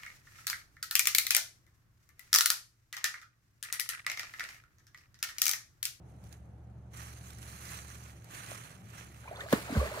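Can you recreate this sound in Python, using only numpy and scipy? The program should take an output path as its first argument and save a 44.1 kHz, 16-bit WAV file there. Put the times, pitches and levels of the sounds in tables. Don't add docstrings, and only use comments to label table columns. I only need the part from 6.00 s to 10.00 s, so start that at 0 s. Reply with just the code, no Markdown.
import sys
import numpy as np
from scipy import signal
from scipy.fft import rfft, irfft, next_fast_len
from scipy.io import wavfile
from scipy.ndimage import uniform_filter1d, map_coordinates

SR = 44100
rng = np.random.default_rng(int(sys.argv[2]) if len(sys.argv) > 2 else 0)


def generate_wav(signal):
    frames = np.transpose(np.atleast_2d(signal))
    scaled = np.clip(frames, -1, 1) * 32767
    pcm = np.round(scaled).astype(np.int16)
    wavfile.write(sys.argv[1], SR, pcm)


N = 176400
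TIME = np.arange(N) / SR

# start in seconds, pitch in Hz, peak in dB, rise time in milliseconds.
SINKING_TONES = [(3.5271, 885, -14, 0.32), (3.5285, 581, -15.5, 2.3), (3.5339, 275, -11.5, 1.86),
                 (3.533, 1800, -24.5, 1.6), (3.534, 1284, -28.5, 1.66), (3.7712, 177, -19, 1.74)]


def amp(db):
    return 10 ** (np.asarray(db) / 20)


def unit(x):
    return x / np.sqrt(np.mean(x ** 2) + 1e-20)


def along(points, hz):
    freqs, values = np.transpose(points)
    return np.interp(np.log(hz + 1), np.log(freqs + 1), values)


def curve(rows):
    return np.interp(TIME, *np.transpose(rows))


def wobble(rate):
    return map_coordinates(rng.standard_normal(int(N * rate / SR) + 4), [TIME * rate])


def filtered(x, response):
    size = next_fast_len(N + SR // 2)
    return irfft(rfft(x, size) * response(np.fft.rfftfreq(size, 1 / SR)), size)[..., :N]


def rush(spectrum, alike, patchy_db):
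    grid = signal.stft(rng.standard_normal((2, N)), nperseg=512)[2]
    patches = uniform_filter1d(uniform_filter1d(rng.standard_normal(grid.shape[1:]), 8, 0), 6, 1)
    pair = signal.istft(grid * amp(patchy_db * unit(patches)), nperseg=512)[1][:, :N]
    turn = lambda hz: np.arccos(np.clip(along(alike, hz), -1, 1)) / 2
    response = lambda hz: amp(along(spectrum, hz)) * [np.cos(turn(hz)), np.sin(turn(hz))]
    mid, side = filtered(pair, response)
    return unit(np.array([mid + side, mid - side]))


def placed(x, lag_s, pan_db):
    side = np.array([[.5], [-.5]])
    response = lambda hz: amp(side * pan_db) * np.exp(-2j * np.pi * hz * side * lag_s)
    return filtered(x * np.ones((2, 1)), response)


def burst(start_s, db, fade_s):
    age = TIME - start_s
    return (age >= 0) * amp(db - 60 * np.clip(age, 0, 1) / fade_s)


def machine_hum(low_hz=71.2, high_hz=115.5, second_hz=111.9):
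    # time in seconds, level in dB.
    low_levels = [(0, -56), (1.2, -50.5), (2.15, -52.5), (2.3, -70), (2.85, -74), (3, -55.5)]
    high_levels = [(0, -59.5), (.9, -51.5), (1.6, -54.5), (3.5, -56)]
    tone = lambda hz: np.sqrt(2) * np.sin(
        2 * np.pi * hz * TIME + 0.31 * wobble(6.07) + rng.uniform(0, 2 * np.pi))
    first = amp(curve(low_levels)) * tone(low_hz) + amp(curve(high_levels)) * tone(high_hz)
    fade_in = np.clip((TIME - 1.65) / .4, 0, 1)
    second = fade_in * amp(-64) * tone(second_hz)
    return (first + second) * amp([[-.4], [.4]])


def open_air():
    # frequency in Hz, strength in dB.
    spectrum = [(20, -45), (40, -9.5), (60, -8.5), (100, -1.5), (190, -6.5), (240, -16.5), (360, -17.5),
                (460, -22), (790, -20.5), (1030, -30.5), (1300, -30), (3000, -46), (15000, -66)]
    # frequency in Hz, likeness from 0 to 1.
    alike = [(200, 0.93), (400, 0.81), (1000, 0.13)]
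    return amp(-54 + .7 * wobble(3.04)) * rush(spectrum, alike, patchy_db=1.0)


def creases(count=520):
    when, size, stream = rng.uniform(size=(count, 3)).T
    ticks = np.zeros((2, N))
    ticks[(2 * stream).astype(int), (when * N).astype(int)] = amp(3 - 2.4 * np.log(size + 0.013))
    decay = burst(0, 0, fade_s=0.0035)[None, :SR // 20]
    return signal.fftconvolve(ticks, decay, axes=1)[:, :N]


def jacket():
    # time in seconds, level in dB.
    rubbing = [(0, -91), (.1, -76), (.22, -76.5), (.25, -69), (.33, -64), (.38, -74.5), (.42, -82.5),
               (.9, -86.5), (.94, -57), (1, -52), (1.1, -57.5), (1.18, -61), (1.29, -58), (1.35, -61.5),
               (1.45, -55.5), (1.64, -54), (1.75, -48.5), (1.84, -55), (2.1, -60), (2.2, -69), (2.28, -65),
               (2.34, -52), (2.45, -54), (2.51, -49.5), (2.58, -55), (2.68, -59), (2.76, -62), (2.83, -68),
               (2.92, -62.5), (2.99, -53.5), (3.08, -64.5), (3.42, -65.5)]
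    scrape_boost = [(1, 0), (1.75, -2), (2.5, 2), (3, 2.5)]
    # frequency in Hz, strength in dB.
    scrape_spectrum = [(300, -7.5), (850, -8), (1150, 0.5), (1700, -1.5), (2500, -4), (3500, -9),
                       (5000, -44)]
    hiss_spectrum = [(2500, -60), (4000, -2.5), (5000, -9), (6200, 0.5), (7900, -5.5), (10000, -3.5),
                     (11400, -9.5), (12400, -7), (15500, -17.5)]
    sheen_spectrum = [(7000, -38), (8900, 16), (11000, -34)]
    rub_db = curve(rubbing + [(rubbing[-1][0] + 0.12, -90)])
    crackle = creases()
    grain = unit(amp(0.91 * wobble(13) + 1.4 * wobble(90)))
    dull, bright = amp(rub_db) * (grain + crackle)
    alike = [(1000, 0.75), (6000, 0.12)]
    scrape = dull * amp(curve(scrape_boost)) * rush(scrape_spectrum, alike, patchy_db=0.5)
    hiss = bright * rush(hiss_spectrum, alike, patchy_db=2.0)
    stroke = np.clip(np.minimum(TIME - 2.3, 2.67 - TIME) / 0.07, 0, 1)
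    sheen = bright * stroke * amp(-7) * rush(sheen_spectrum, alike, patchy_db=-5.0)
    return scrape + hiss + sheen


def twigs(width=1.7):
    # start in seconds, starting level in dB, centre frequency in Hz.
    snaps = [(.24, -54.5, 6000), (0.327, -48, 3770), (1.305, -45.5, 4000), (1.385, -47, 6870),
             (1.429, -45, 1700), (1.654, -41.5, 4960), (1.789, -40.5, 1290), (2.244, -47.5, 8700),
             (2.638, -59, 2480)]
    sound = np.zeros(N)
    for start_s, db, centre in snaps:
        band = lambda hz: 1j * hz * centre * width / (centre ** 2 - hz ** 2 + 1j * hz * centre * width)
        sound += burst(start_s, db, fade_s=0.018) * unit(filtered(rng.standard_normal(N), band))
    return sound


def bubbles(rows, glide_octaves):
    start_s, hz, db, rise_ms = np.transpose(rows)[:, :, None]
    samples = np.arange(SR // 12)
    age = 1000 * samples / SR / rise_ms
    pitch = hz * 2 ** (glide_octaves * np.minimum(age, 4) / 2)
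    rings = amp(db) * age * np.exp(1 - age) * np.sin(2 * np.pi * np.cumsum(pitch, axis=1) / SR)
    positions = (np.round(start_s * SR) + samples).astype(int)
    return np.bincount(positions.ravel(), rings.ravel(), N + SR)[:N]


def gurgle():
    # start in seconds, pitch in Hz, peak in dB, rise time in milliseconds.
    pockets = [(2.516, 565, -35, 1.1), (3.242, 1400, -45, 0.8), (3.256, 814, -47, 3),
               (3.275, 2280, -43.5, 2.8), (3.278, 950, -41, 2.2), (3.312, 635, -35, 3),
               (3.327, 716, -41, 2.8), (3.359, 3300, -44, 1.5), (3.369, 4120, -47, 0.82),
               (3.374, 913, -50, 3), (3.394, 1380, -41.5, 3.4), (3.408, 1745, -38, 3.4),
               (3.407, 3300, -32, 0.38), (3.412, 1140, -45, 4.3), (3.433, 532, -42.5, 5.3),
               (3.458, 620, -41.5, 4.7), (3.461, 1130, -45, 2.1), (3.486, 1510, -38, 0.94),
               (3.576, 287, -37.5, 3.5), (3.694, 630, -36.5, 2.1), (3.702, 238, -32, 3.5),
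               (3.724, 247, -28, 3.6), (3.749, 1470, -35, 3.7), (3.754, 197, -27, 8.9),
               (3.766, 478, -27, 1.9), (3.799, 1084, -34, 4.8), (3.814, 492, -26.5, 2.6),
               (3.826, 542, -27, 3.8), (3.841, 1080, -39.5, 2.9), (3.852, 600, -37, 6.4),
               (3.913, 571, -35.5, 5.1), (3.972, 584, -36.5, 3.3)]
    return bubbles(pockets, glide_octaves=0.086)


def swarm(from_s, centre_hz, spread_octaves, rise_cycles, count):
    when, size = rng.uniform(size=(count, 2)).T
    pitch, glide = rng.standard_normal((count, 2)).T
    hz = np.clip(centre_hz * 2 ** (spread_octaves * pitch), 400, 5000)
    start_s = from_s + when * (N / SR - from_s)
    size_db = -3 * np.log(size + 0.024)
    rows = np.transpose([start_s, hz, size_db, 1000 * rise_cycles / hz])
    sound = bubbles(rows, glide_octaves=0.095 + 0.087 * glide[:, None])
    return sound / np.std(sound[round(from_s * SR):])


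def churn():
    # time in seconds, level in dB.
    bubbling = [(3.22, -67.5), (3.3, -59), (3.41, -51), (3.5, -61), (3.548, -40), (3.62, -59), (3.68, -50),
                (3.77, -44.5), (3.88, -48), (4, -47)]
    # frequency in Hz, strength in dB.
    slosh_spectrum = [(60, 2), (300, -1), (600, -6), (1600, 2), (3100, -19), (4300, -13), (5200, -36)]
    from_s = bubbling[0][0]
    level_db = curve([(from_s - .06, -100)] + bubbling)
    froth = swarm(from_s, centre_hz=644, spread_octaves=0.484, rise_cycles=2.76, count=340)
    drops = swarm(from_s, centre_hz=1686, spread_octaves=0.534, rise_cycles=1.95, count=520)
    slosh = rush(slosh_spectrum, alike=[(200, 1.0), (2000, 0.42)], patchy_db=2.5)
    return amp(level_db) * (froth + amp(-1) * drops + slosh)


def spray():
    # time in seconds, level in dB.
    falling = [(3.39, -58), (3.408, -48), (3.422, -49.5), (3.47, -56), (3.51, -44), (3.527, -37),
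               (3.6, -45), (3.7, -48), (3.77, -43), (4, -47)]
    # frequency in Hz, strength in dB.
    spectrum = [(1500, -7.5), (2200, -5.5), (3200, -13), (4300, -9.5), (5200, -14.5), (7000, -13),
                (15500, -20.5)]
    level_db = curve([(falling[0][0] - .1, -100)] + falling)
    flicker = unit(amp(1.14 * wobble(300) + 1.45 * wobble(30)))
    return amp(level_db) * flicker * rush(spectrum, alike=[(3000, 0.2), (10000, 0.089)], patchy_db=1.5)


def tail_smack():
    # frequency in Hz, strength in dB.
    spectrum = [(800, -12.5), (1600, 5), (2600, -10), (3300, 0.5), (8000, -15.5), (15000, -6.5)]
    crack = burst(start_s=3.5268, db=-22, fade_s=0.036) * rush(spectrum, [(1000, 0.16)], patchy_db=2)
    return crack + bubbles(SINKING_TONES[:-1], glide_octaves=-0.21)


def gulp(start_s=3.7745, deep_hz=67.7, settle_s=0.0038, rise_s=0.00085, fade_s=0.23):
    thump = bubbles(SINKING_TONES[-1:], glide_octaves=-0.21)
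    age = np.clip(TIME - start_s, 0, 1)
    pitch = deep_hz * 2 ** (0.93 * np.exp(-age / settle_s))
    phase = 2 * np.pi * np.cumsum((age > 0) * pitch) / SR
    swell = 1 - np.exp(-age / rise_s)
    fade = amp(-17.5 - 60 * (age / fade_s) ** 1.17)
    return thump - swell * fade * np.sin(phase)


def bank_echo(splash, fade_s=.1, low_cut_hz=500):
    t = np.arange(SR // 4) / SR
    scatter = uniform_filter1d(rng.standard_normal((2, len(t))), size=5, axis=1) * amp(-60 * t / fade_s)
    echo = signal.fftconvolve(splash, scatter / np.linalg.norm(scatter[0]), axes=1)[:, :N]
    return filtered(echo, lambda hz: hz ** 2 / (hz ** 2 + low_cut_hz ** 2))


def scene():
    splash = gurgle() + tail_smack() + gulp()
    wash = amp(-11) * bank_echo(splash) + churn() + spray()
    pond = placed(splash, lag_s=-0.00017, pan_db=-1.4) + placed(wash, lag_s=-0.00021, pan_db=-1.4)
    watcher = placed(jacket() + twigs(), lag_s=0.000478, pan_db=-6)
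    return machine_hum() + open_air() + watcher + pond


def record(dry, low_cut_hz=36.4, top_hz=15700):
    return filtered(dry, lambda hz: (hz < top_hz) * (1j * hz / (low_cut_hz + 1j * hz)) ** 2)


dry = scene()
out = record(dry)
generate_wav(out)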